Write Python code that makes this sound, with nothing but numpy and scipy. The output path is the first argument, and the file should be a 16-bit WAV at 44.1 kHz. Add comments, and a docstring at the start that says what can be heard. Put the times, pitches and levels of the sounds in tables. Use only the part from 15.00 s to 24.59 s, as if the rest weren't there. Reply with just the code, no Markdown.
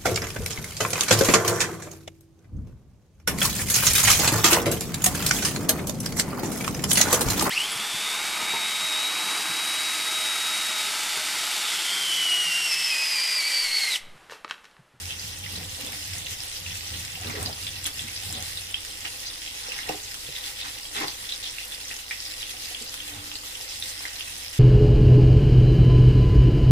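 """A kitchen stove, a stereo pair of microphones just above the rim of a large metal pot of simmering broth.
Up close, tiny bubbles fizz and crackle as they burst, larger ones plip and plop, and droplets spit.
Now and then steam lifts the broth in a gurgling surge; the air in the pot rings along.
Steam collapsing on the bottom rumbles, mostly in the first seconds, over the stove's soft rush and hum."""
import sys
import numpy as np
from scipy import signal
from scipy.fft import rfft, irfft, next_fast_len
from scipy.io import wavfile
from scipy.ndimage import uniform_filter1d, map_coordinates

SR = 44100
rng = np.random.default_rng(int(sys.argv[2]) if len(sys.argv) > 2 else 0)


def unload_audio(sound):
    """Save the sound as a 16-bit wav file, at the path given as the first command line argument."""
    columns = np.transpose(np.atleast_2d(sound))
    # keep every value between -1 and 1, then stretch to whole-number steps
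    steps = np.round(np.clip(columns, -1, 1) * 32767)
    wavfile.write(sys.argv[1], SR, steps.astype(np.int16))


N = 422919


# strength of the simmer and of the foam's sizzle, before each layer's offset: (time [s], level [dB])
SIMMER_LEVEL = [(0.0, -41), (0.53, -41.5), (0.82, -39.5), (2.35, -41.5), (2.8, -41), (5.29, -42),
                (8.36, -41), (8.92, -39.5), (9.21, -42), (9.59, -40)]
FOAM_LEVEL = [(0.0, -37), (0.45, -40.5), (0.93, -39), (1.55, -42.5), (1.89, -39), (2.54, -40), (2.7, -39),
              (3.04, -40), (3.9, -40.5), (4.09, -42), (4.86, -37), (5.1, -39), (5.55, -37.5), (5.77, -39),
              (7.64, -37.5), (8.04, -52), (8.57, -42.5), (8.73, -38), (9.11, -40), (9.24, -39.5),
              (9.59, -38)]
# colours of the hiss and the sizzle: (frequency [Hz], gain [dB])
HISS_COLOUR = [(400, -16), (1100, -14), (1900, -6), (3200, -1), (5400, -1.5), (7200, -3), (8600, -2),
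               (11000, -5.5), (13500, -10), (15500, -15.5)]
SIZZLE_COLOUR = [(1000, -29), (1550, -7.5), (1950, 0.5), (2400, 3), (3300, 2), (4500, 1), (5400, 8),
                 (6500, -12), (10000, -9.5)]
def fizz():
    """Countless pinhead bubbles burst below the microphones: a fine hiss and a lower, grainy sizzle."""
    hiss = patchy(rng.standard_normal((2, N)) + amp(-.5) * crackle(count=9000, spread_db=1))
    sizzle = patchy(rng.standard_normal((2, N)) / 3 + crackle(count=3200, spread_db=3.5))
    # each layer flickers on its own
    hiss_db = curve(SIMMER_LEVEL) + 2.5 + 1.7 * wobble(rate_hz=22)
    sizzle_db = curve(FOAM_LEVEL) - 4.5 + 2 * wobble(rate_hz=22)
    return (amp(hiss_db) * stereo_bed(hiss, HISS_COLOUR, lag_s=.00055)
            + amp(sizzle_db) * stereo_bed(sizzle, SIZZLE_COLOUR, lag_s=.00056))


def prickle():
    """Small bubbles tinkle and tick all over the surface; the smallest ring for only a few cycles."""
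    tinkle = swarm(count=1400, low_hz=2607, high_hz=6250, offset_db=7.5, spread_db=8.5)
    small = swarm(count=800, low_hz=2900, high_hz=6300, offset_db=12, spread_db=12)
    tiny = swarm(count=1100, low_hz=5200, high_hz=12500, offset_db=18.5, spread_db=15)
    spots = bubbles(tinkle, cycles=11, glide=.02, spots=6)
    spots += bubbles(small, cycles=5.5, glide=.12, spots=6)
    spots += bubbles(tiny, cycles=4.5, glide=.05, spots=6)
    return at_microphones(spots, wall_db=-11, room_db=-5, pan_db=3)


# larger bubbles opening at the surface: (time [s], level [dB], pitch [Hz], decay time [s],
# delay to the right microphone [s], level of each neighbour relative to the bubble [dB])
PLIP_BUBBLES = [(0.1064, -20.5, 3280, 0.0021, 0.00079, -10.5), (0.1952, -26, 4900, 0.0022, 0.00057, -10),
                (0.439, -26, 3200, 0.0019, 0.0005, -10), (0.4622, -32, 2130, 0.0019, 0.00048, -15),
                (0.563, -30, 4500, 0.0019, 0.00077, -2), (0.8707, -26.5, 3620, 0.0025, 0.00054, -12),
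                (0.9309, -30, 2300, 0.0013, 0.00045, -14), (1.206, -33, 3220, 0.0011, 0.00052, -25),
                (1.2673, -26, 3630, 0.0013, 0.00054, -7), (1.4048, -21.0, 5250, 0.0009, 0.00057, -17),
                (1.5676, -25.0, 4950, 0.0017, 0.00077, -16), (1.6632, -23.5, 2870, 0.0018, 0.00043, -14),
                (1.707, -26, 3230, 0.0017, 0.0005, -10), (1.9403, -23, 3350, 0.00086, 0.00054, -10.5),
                (2.154, -26, 3140, 0.0032, 0.00054, -16), (2.2459, -29.0, 2830, 0.0018, 0.00048, -24),
                (2.2711, -23, 4100, 0.0011, 0.00054, -19), (2.3008, -27.5, 2460, 0.003, 0.00045, -13),
                (2.3548, -25.5, 2160, 0.0015, 0.00048, -14), (2.46, -15.5, 4900, 0.0011, 0.00034, -13),
                (2.5291, -23.5, 5010, 0.0012, 0.00057, -24), (2.6273, -27, 5000, 0.0014, 0.00057, -25),
                (2.668, -18.5, 3550, 0.0019, 0.00079, -11.5), (2.757, -23, 4220, 0.00078, 0.00054, -18),
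                (2.8544, -20, 3430, 0.0026, 0.00079, -14), (2.9933, -20, 3500, 0.0021, 0.00079, -12),
                (3.085, -27.5, 2630, 0.0013, 0.00051, -12), (3.1619, -22, 4770, 0.001, 0.00054, -8),
                (3.302, -24.0, 5410, 0.0015, 0.00057, -24), (3.353, -23, 3730, 0.0011, 0.00027, -6),
                (3.573, -21.5, 3900, 0.0024, 0.00045, -11), (3.7424, -14.5, 3330, 0.003, 0.00079, -24),
                (3.765, -29, 3320, 0.0026, 0.00079, -9), (4.0533, -20.5, 2970, 0.0014, 0.00048, -13),
                (4.2656, -24.5, 4780, 0.0017, 0.00077, -2), (4.476, -25.5, 3320, 0.0026, 0.00079, -14),
                (4.6838, -25, 5580, 0.0013, 0.00057, -6), (4.7193, -22, 2970, 0.002, 0.00045, -11),
                (4.7885, -24.5, 2250, 0.0026, 0.0005, -19), (4.8315, -26, 3400, 0.002, 0.00079, -11),
                (4.8635, -33, 2120, 0.0013, 0.00048, -11), (4.8896, -22.5, 2900, 0.0029, 0.00043, -20),
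                (4.9092, -31, 2980, 0.002, 0.00075, -14), (5.0348, -26, 6200, 0.0012, 0.00057, -7),
                (5.3634, -22.5, 3750, 0.0014, 0.00052, -10), (5.44, -24.5, 3630, 0.0022, 0.00054, -14),
                (5.462, -24, 4490, 0.0015, 0.00054, -8), (5.5922, -26.5, 3180, 0.0022, 0.0005, -9),
                (5.6137, -23.5, 3800, 0.0019, 0.00054, -7.5), (5.681, -30, 4070, 0.0018, 0.00079, -24),
                (5.8324, -27, 5420, 0.0014, 0.00054, -24), (5.853, -26, 3300, 0.0024, 0.00052, -24),
                (5.9643, -22, 3770, 0.002, 0.00045, -7), (5.9878, -31, 2300, 0.0023, 0.00073, -8),
                (6.0816, -14.5, 4540, 0.001, 0.00054, -20), (6.2556, -28.0, 3570, 0.0015, 0.00054, -24),
                (6.2913, -22.5, 3800, 0.002, 0.00052, -9), (6.3226, -19, 3920, 0.0021, 0.00052, -8),
                (6.4408, -23, 3850, 0.0015, 0.00045, -7), (6.4587, -22.5, 3560, 0.0013, 0.00052, -6.5),
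                (6.475, -22, 5600, 0.0011, 0.00055, -14), (6.4978, -26.0, 5580, 0.0022, 0.00075, -12),
                (6.584, -22.5, 2860, 0.0018, 0.00043, -20), (6.604, -31, 2850, 0.0025, 0.00057, -8),
                (6.7224, -24, 3480, 0.0012, 0.00079, -8), (6.746, -25, 4900, 0.0012, 0.00036, -24),
                (6.882, -26, 5950, 0.0015, 0.00055, -16), (6.912, -22, 2570, 0.00085, 0.00048, -14.5),
                (7.1098, -18.5, 2410, 0.0019, 0.0005, -16), (7.1308, -31, 2750, 0.0024, 0.00027, -10),
                (7.2037, -16.5, 5140, 0.00051, 0.00057, -26), (7.2533, -21.5, 5050, 0.0013, 0.00054, -10),
                (7.313, -26, 4260, 0.0013, 0.00057, -24), (7.4286, -21, 3320, 0.0018, 0.00079, -14),
                (7.4934, -26.5, 3350, 0.0018, 0.00079, -14), (7.656, -25, 4910, 0.0013, 0.00054, -23),
                (7.747, -22, 3400, 0.0032, 0.00079, -15), (7.877, -27, 4930, 0.0012, 0.00054, -5),
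                (8.0023, -24, 3260, 0.0022, 0.00052, -26), (8.3156, -19.5, 3340, 0.00064, 0.00079, -22),
                (8.354, -20.5, 4700, 0.001, 0.00054, -11), (8.5537, -24.5, 3320, 0.0019, 0.0005, -24),
                (8.6107, -24.5, 5440, 0.0014, 0.00036, -17), (8.6899, -21, 5460, 0.00069, 0.00054, -12),
                (8.8246, -17.5, 3780, 0.0015, 0.0005, -18), (8.8929, -26, 6140, 0.00062, 0.00057, -24),
                (8.9921, -23.5, 5300, 0.0012, 0.00057, -14), (9.053, -20, 2170, 0.0021, 0.0005, -24),
                (9.0822, -23.5, 4870, 0.0011, 0.00057, -24), (9.1626, -24.5, 4250, 0.0014, 0.00054, -24),
                (9.208, -19, 3230, 0.0015, 0.00079, -16)]
# colour of the tearing film: (frequency [Hz], gain [dB])
SPLASH_COLOUR = [(500, -17), (1300, -8), (2000, 2), (3500, 3), (5500, 2), (7000, -7), (14000, -18)]
def plips():
    """Bubbles chirp as they open, large ones over a wider glide; the film splashes and the pot rings."""
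    time, db, hz, life, lag, neighbour_db = np.transpose(PLIP_BUBBLES)
    glide = .31 * (2100 / hz) ** 2

    def ring(when, spots):
        return bubbles(np.column_stack([when, db, hz]), life * hz, glide, spots)

    direct = np.vstack([ring(time, spots=1), ring(time + lag, spots=1)])
    echoes = at_microphones(ring(time, spots=8), wall_db=-14, room_db=-6, pan_db=1, direct=False)
    splashes = bursts(np.column_stack([time, db - 17]), life_s=.0045, spots=8)
    splashes = coloured(splashes, SPLASH_COLOUR)
    cluster = bubbles(neighbours(time, db + neighbour_db, hz), cycles=5.5, glide=.04, spots=8)
    spray = at_microphones(splashes + cluster, wall_db=-13, room_db=-4.5, pan_db=1)
    return filtered(direct + echoes + spray, pot_resonance)


def neighbours(time, db, hz, count=12, scatter_s=.013, scatter_pitch=.14):
    """Around each plip a cluster of similar bubbles gives way: rows of (time, level, pitch)."""
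    delay, detune = rng.standard_normal((len(time), 2, count)).transpose(1, 0, 2)
    when = np.abs(time[:, None] + scatter_s * (delay + .5))
    pitch = hz[:, None] * np.exp(scatter_pitch * detune)
    return np.column_stack([when.ravel(), np.repeat(db, count), pitch.ravel()])


# big bubbles from the bottom of the pot: (time [s], level [dB], pitch [Hz])
PLOP_BUBBLES = [(.24, -36, 168), (.468, -44, 172), (.531, -39.5, 226), (.575, -36, 185), (.797, -43, 285),
                (.838, -41, 265), (.885, -43, 260), (1.181, -47, 188), (1.675, -51, 160), (2.141, -39, 171),
                (2.255, -35.5, 233), (2.285, -34, 240), (2.372, -34, 375), (3.015, -38.5, 157),
                (3.04, -40.5, 231), (3.316, -47, 180), (3.35, -41, 258), (4.685, -39.5, 520),
                (4.893, -27, 474), (4.8955, -22, 760), (4.897, -35, 145), (5.285, -42, 149),
                (5.288, -39, 462), (6.011, -32.5, 332), (6.014, -25, 1060), (6.022, -19, 2120),
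                (6.032, -29.5, 394), (6.045, -33, 366), (6.039, -30.5, 816), (6.042, -27, 1110),
                (7.812, -37.5, 254), (7.815, -41, 460)]
def plops():
    """Big bubbles give a short hollow note that rings in the pot."""
    notes = bubbles(PLOP_BUBBLES, cycles=2.6, glide=.06, spots=4)
    pair = at_microphones(notes, wall_db=-17, room_db=-4, pan_db=1, lag_s=.0002)
    return filtered(pair, pot_resonance)


# droplets spitting close to the microphones: (time [s], level [dB])
DROPLETS = [(.5616, -27), (.8111, -23), (.8644, -26), (1.4356, -24), (2.0502, -22), (2.4285, -19),
            (2.8429, -22), (2.8615, -12.5), (2.8665, -16), (2.873, -16), (3.0818, -24), (3.3262, -21),
            (3.4248, -16), (3.8498, -21), (4.2028, -26), (4.8917, -21), (5.1432, -21), (6.0048, -23),
            (6.0752, -24), (7.9413, -19), (8.8922, -23.5), (9.1985, -23.5), (9.3816, -26)]
def spits():
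    """Droplets snap with a bright crack about a millisecond long; fainter ones tick at random."""
    crack_colour = [(300, -12), (1500, -1.5), (5000, 3), (10000, 5.5), (15000, -7.5)]
    faint = rng.uniform([0, -39], [N / SR, -31], size=(60, 2))  # (time [s], level [dB])
    snaps = bursts(DROPLETS, life_s=.0006, spots=4) + bursts(faint, life_s=.0004, spots=4)
    return coloured(at_microphones(snaps, wall_db=-15, room_db=-3, pan_db=2), crack_colour)


# the broth wells up: (crest time [s], rise [s], fall [s], gurgle [dB], froth [dB], hollow note [dB])
UPWELLINGS = [(.58, 0.055, 0.061, -52, -67, -57), (.86, 0.052, 0.091, -50, -48, -46.5),
              (2.29, 0.053, 0.041, -45.5, -38.5, -62), (2.4, 0.029, 0.085, -41, -40, -53),
              (2.87, .007, 0.02, -59, -51, -41.5), (3.36, 0.04, 0.031, -48.5, -49, -65),
              (4.056, 0.0084, .018, -59, -35.5, -68), (4.73, 0.092, 0.1, -59, -41, -68),
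              (4.905, 0.017, 0.028, -44, -39, -65), (5.66, 0.028, 0.029, -72, -37.5, -49),
              (5.976, 0.016, 0.046, -52, -32.5, -65), (6.03, 0.038, 0.042, -45.5, -37, -50),
              (8.19, 0.12, 0.14, -60, -46, -48.5)]
# colours of a surge's three voices: (frequency [Hz], gain [dB])
GURGLE_COLOUR = [(60, -6), (130, 7), (250, 6.5), (400, -4), (620, -1), (820, -10), (1200, -0.5),
                 (2500, -32)]
FROTH_COLOUR = [(350, -51), (800, 3), (1300, 4.5), (2100, 1.5), (3600, 2.5), (6000, -2), (12000, -23)]
HOLLOW_COLOUR = [(250, -24), (295, 20), (315, -29), (370, -7.5)]
def surges():
    """A rush of steam lifts the broth: a low gurgle, a wet froth above, and a hollow note of the pot."""
    t = np.arange(N) / SR
    gurgle_gain, froth_gain, hollow_gain = np.zeros((3, N))
    for crest, rise, fall, gurgle_db, froth_db, hollow_db in UPWELLINGS:
        swell = np.exp(-.5 * ((t - crest) / np.where(t < crest, rise, fall)) ** 2)
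        gurgle_gain += amp(gurgle_db) * swell
        froth_gain += amp(froth_db) * swell
        hollow_gain += amp(hollow_db) * swell
    gurgle = stereo_bed(crackle(count=4000, spread_db=0), GURGLE_COLOUR, lag_s=.0002)
    froth = stereo_bed(crackle(count=9000, spread_db=-4), FROTH_COLOUR, lag_s=.0005)
    hollow = stereo_bed(rng.standard_normal((2, N)), HOLLOW_COLOUR, lag_s=.0002)
    return gurgle_gain * gurgle + froth_gain * froth + hollow_gain * hollow


def glugs(count, low_hz, high_hz, offset_db):
    """Each surge throws up count bubbles around its crest: rows of (time, level, pitch)."""
    crest, rise, fall, gurgle_db = np.transpose(UPWELLINGS)[:4, :, None]
    delay, strength = rng.standard_normal((len(UPWELLINGS), 2, count)).transpose(1, 0, 2)
    when = crest + delay * np.where(delay < 0, rise, fall)
    hz = low_hz * (high_hz / low_hz) ** rng.random(when.shape)
    return np.stack([when, gurgle_db + offset_db + 2 * strength, hz], axis=-1).reshape(-1, 3)


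def burble():
    """Middle-sized bubbles blip faintly at random and crowd together in the surges."""
    strays = swarm(count=150, low_hz=700, high_hz=2000, offset_db=2, spread_db=13)
    crowd = glugs(count=14, low_hz=380, high_hz=1500, offset_db=2.5)
    blips = bubbles(np.vstack([strays, crowd]), cycles=2.4, glide=.3, spots=2)
    pair = at_microphones(blips, wall_db=-11, room_db=-3, pan_db=2, lag_s=.0003)
    return filtered(pair, pot_resonance)


# boiling on the bottom, only fitful from the fourth second on: (time [s], level [dB])
RUMBLE_LEVEL = [(0.0, -41.5), (0.08, -41), (0.1, -46.5), (0.74, -41.5), (0.77, -50), (1.01, -50),
                (1.12, -39.5), (1.28, -49), (1.33, -41), (1.36, -50), (1.57, -54), (1.68, -40), (1.89, -51),
                (1.92, -39.5), (2.14, -49), (2.32, -34.5), (2.37, -41), (2.4, -30), (2.46, -38.5),
                (2.51, -37), (2.54, -45.5), (2.88, -43), (2.91, -54), (2.96, -44.5), (3.18, -45),
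                (3.23, -53), (3.28, -38.5), (3.82, -55), (4.75, -63), (4.94, -46), (5.02, -64), (5.05, -53),
                (5.39, -67), (5.72, -61), (5.77, -70), (6.01, -61), (6.2, -64), (6.22, -55), (6.3, -64.5),
                (8.09, -60), (8.17, -44.5), (8.41, -69), (8.86, -54), (9.16, -68), (9.32, -51), (9.59, -63)]
# colour of the shaking pot: (frequency [Hz], gain [dB])
RUMBLE_COLOUR = [(50, -50), (70, -10), (82, 0.5), (98, 0), (118, -15.5), (160, -14.5), (200, -22),
                 (400, -37.5)]
def rumble():
    """Steam collapsing on the bottom shakes the pot in a narrow low band, in uneven throbs."""
    shake = stereo_bed(rng.standard_normal((2, N)), RUMBLE_COLOUR, lag_s=.00011)
    running_rms = np.sqrt(np.abs(uniform_filter1d(np.mean(shake ** 2, axis=0), size=2600)))
    throb_db = 1.5 * wobble(rate_hz=14)
    return amp(curve(RUMBLE_LEVEL) + throb_db) * shake / running_rms


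# colour of the stove's rush, from under the pot: (frequency [Hz], gain [dB])
STOVE_COLOUR = [(15, -4), (28, 5.5), (40, -7), (62, -5.5), (100, -0.5), (170, -17.5), (240, -10.5),
                (380, -15.5), (520, -8.5), (800, -14), (1500, -7.5), (3000, -46)]
def stove(hum_hz=48.9, hum_db=-57.3, rush_db=-51):
    """A steady soft rush and a slightly wavering mains hum."""
    phase = 2 * np.pi * hum_hz * np.arange(N) / SR + .19 * wobble(rate_hz=3.4)
    rush = stereo_bed(rng.standard_normal((2, N)), STOVE_COLOUR, lag_s=.00027)
    return amp(hum_db) * np.sqrt(2) * np.sin(phase) + amp(rush_db) * rush


# air modes between broth and rim: (frequency [Hz], width [Hz], strength [dB])
AIR_MODES = [(243.4, 8.7, -4.5), (307.2, 12.6, 6.5), (359, 9.1, -6.5), (423, 13, 1.5), (507.4, 20, 0.5),
             (773, 66, -2.5), (816, 18.6, 7), (964, 6.5, 4.5), (1910, 75, -0.5), (2085, 15, 0),
             (2618, 29, 0.5), (2780, 18, 1.5), (3418, 13, 0.5), (4930, 32, -4.5)]
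def pot_resonance(hz):
    """The air in the pot lifts sound at its modes."""
    return 1 + sum(amp(db) * 1j * hz * width / (centre ** 2 - hz ** 2 + 1j * hz * width)
                   for centre, width, db in AIR_MODES)


# reverberation of the kitchen: (frequency [Hz], time to fall 60 dB [s])
KITCHEN_DECAY = [(200, 0.06), (800, 0.29), (3000, 0.17), (12000, 0.079)]
def at_microphones(spots, wall_db, room_db, pan_db, lag_s=.00053, direct=True):
    """Each spot reaches the pair straight (if direct), off the pot wall, and through the kitchen."""
    earliest_s, latest_s = [[.001], [.002], [.003], [.008]], [[.002], [.003], [.008], [.014]]
    out = np.zeros((2, N))
    for spot in spots:
        hz, t, noise = signal.stft(rng.standard_normal((2, SR // 4)), SR, nperseg=256)
        decay = amp(-60 * t / along(KITCHEN_DECAY, hz)[:, None])
        tail = signal.istft(noise * decay, SR, nperseg=256)[1]
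        path = amp(room_db) * tail / np.linalg.norm(tail[0])
        arrival = np.array([0, round(abs(lag_s * (1 + rng.normal() / 10)) * SR)])
        path[[0, 1], arrival] += direct * amp(pan_db * rng.normal() * np.array([.5, -.5]))
        wall_delays = (rng.uniform(earliest_s, latest_s, (4, 2)) * SR).astype(int)
        path[[0, 1], arrival + wall_delays] += amp(wall_db)
        out += signal.oaconvolve(spot[None], path, axes=1)[:, :N]
    return out


# likeness of left and right microphone: (frequency [Hz], coherence [0 to 1])
COHERENCE = [(60, 0.98), (130, 0.94), (290, 1), (640, 0.83), (1400, 0.72), (3100, 0.22), (7000, 0.032),
             (15000, 0.033)]
def stereo_bed(pair, colour, lag_s):
    """Two unrelated noises ring in the pot and blend into stereo of rms 1, the right side lag_s later."""
    def response(hz):
        angle = np.arccos(np.clip(along(COHERENCE, hz), -1, 1)) / 2
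        return amp(along(colour, hz)) * pot_resonance(hz) * [np.cos(angle), np.sin(angle)]

    mid, side = filtered(pair, response)
    return unit(np.array([mid + side, np.roll(mid - side, round(lag_s * SR))]))


def bubbles(rows, cycles, glide, spots, swell=.13):
    """Opening cavities ring as damped sines (time, level, pitch), dealt out to spots on the surface."""
    time, db, hz, cycles, glide = np.broadcast_arrays(*np.transpose(rows), cycles, glide)
    life = cycles / hz * SR  # decay time in samples
    length = (6 * life).astype(int)
    bubble = np.repeat(np.arange(len(time)), length)
    age = np.arange(len(bubble)) - (np.cumsum(length) - length)[bubble]
    lives = age / life[bubble]
    envelope = np.minimum(lives / swell, np.exp(swell - lives))
    # each note starts flat by the share glide and rises to its pitch
    turns = cycles[bubble] * (lives - glide[bubble] * (1 - np.exp(-2 * lives)) / 2)
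    wave = amp(db)[bubble] * envelope * np.sin(2 * np.pi * turns)
    at = (time * SR).astype(int)[bubble] + age
    return np.bincount(bubble % spots * N + at % N, wave * (at < N), spots * N).reshape(spots, N)


def swarm(count, low_hz, high_hz, offset_db, spread_db):
    """Random bubbles, most weak, whose level follows the simmer: rows of (time, level, pitch)."""
    when, strength, pitch = rng.random((count, 3)).T
    hz = low_hz * (high_hz / low_hz) ** pitch
    db = curve(SIMMER_LEVEL)[(when * N).astype(int)] + offset_db + spread_db * (strength ** 4 - 1)
    return np.column_stack([when * N / SR, db, hz])


def bursts(rows, life_s, spots):
    """Dying puffs of noise (time, level), dealt out to spots on the surface."""
    out = np.zeros((spots, N + SR))
    t = np.arange(SR // 12) / SR
    for k, (time, db) in enumerate(rows):
        puff = amp(db) * np.exp(-t / life_s) * rng.standard_normal(len(t))
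        out[k % spots, round(time * SR):][:len(t)] += puff
    return out[:, :N]


def crackle(count, spread_db):
    """Two trains of count random impulses; spread_db sets how unequal they are."""
    where = rng.integers(N, size=(2, count))
    sizes = amp(spread_db * np.minimum(rng.exponential(size=(2, count)), 4))
    sizes *= rng.choice([-1, 1], (2, count))
    return unit(np.array([np.bincount(at, size, N) for at, size in zip(where, sizes)]))


def patchy(x, depth_db=1.5):
    """Different pitches swell and ebb on their own as patches of foam come and go."""
    spectrum = signal.stft(x, nperseg=512)[2]
    patches = rng.standard_normal(spectrum.shape[1:])
    for _ in range(2):
        patches = uniform_filter1d(uniform_filter1d(patches, size=12, axis=0), size=11, axis=1)
    return signal.istft(spectrum * amp(depth_db * unit(patches)), nperseg=512)[1][:, :N]


def amp(db):
    """Decibels to gain."""
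    return 10 ** (np.asarray(db) / 20)


def unit(x):
    """Scale to rms 1."""
    return x / np.sqrt(np.mean(x ** 2) + 1e-20)


def along(points, hz):
    """Interpolate (frequency, value) points on a log axis."""
    knots, values = np.transpose(points)
    return np.interp(np.log(hz + 1), np.log(knots + 1), values)


def curve(points):
    """Interpolate (time, value) points at every sample."""
    return np.interp(np.arange(N) / SR, *np.transpose(points))


def wobble(rate_hz):
    """A smooth random curve with rate_hz knots a second."""
    knots = rng.standard_normal(int(N * rate_hz / SR) + 4)
    return map_coordinates(knots, [np.arange(N) * rate_hz / SR])


def filtered(x, response):
    """Filter x by a complex response of frequency."""
    size = next_fast_len(N + SR // 2, True)
    return irfft(rfft(x, size) * response(np.fft.rfftfreq(size, 1 / SR)), size)[..., :N]


def coloured(x, colour):
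    """Filter x by (frequency, gain) points."""
    return filtered(x, lambda hz: amp(along(colour, hz)))


def scene():
    """Everything in and under the pot, heard from just above the rim."""
    return fizz() + prickle() + plips() + burble() + plops() + spits() + surges() + rumble() + stove()


# mismatch of the microphones: (frequency [Hz], left minus right [dB])
MIC_BALANCE = [(60, -0.5), (110, -1), (200, -1.5), (380, -1.5), (700, 0), (1290, -0.5), (2380, -2.5),
               (4400, -0.5), (8120, -1.5), (15000, 2.5)]
TOP_HZ = 15550
def record(dry):
    """Two slightly unlike microphones and a steep band limit."""
    sides = np.array([[.5], [-.5]])
    return filtered(dry, lambda hz: amp(along(MIC_BALANCE, hz) * sides) * (hz < TOP_HZ))


dry = scene()
out = record(dry)
unload_audio(out)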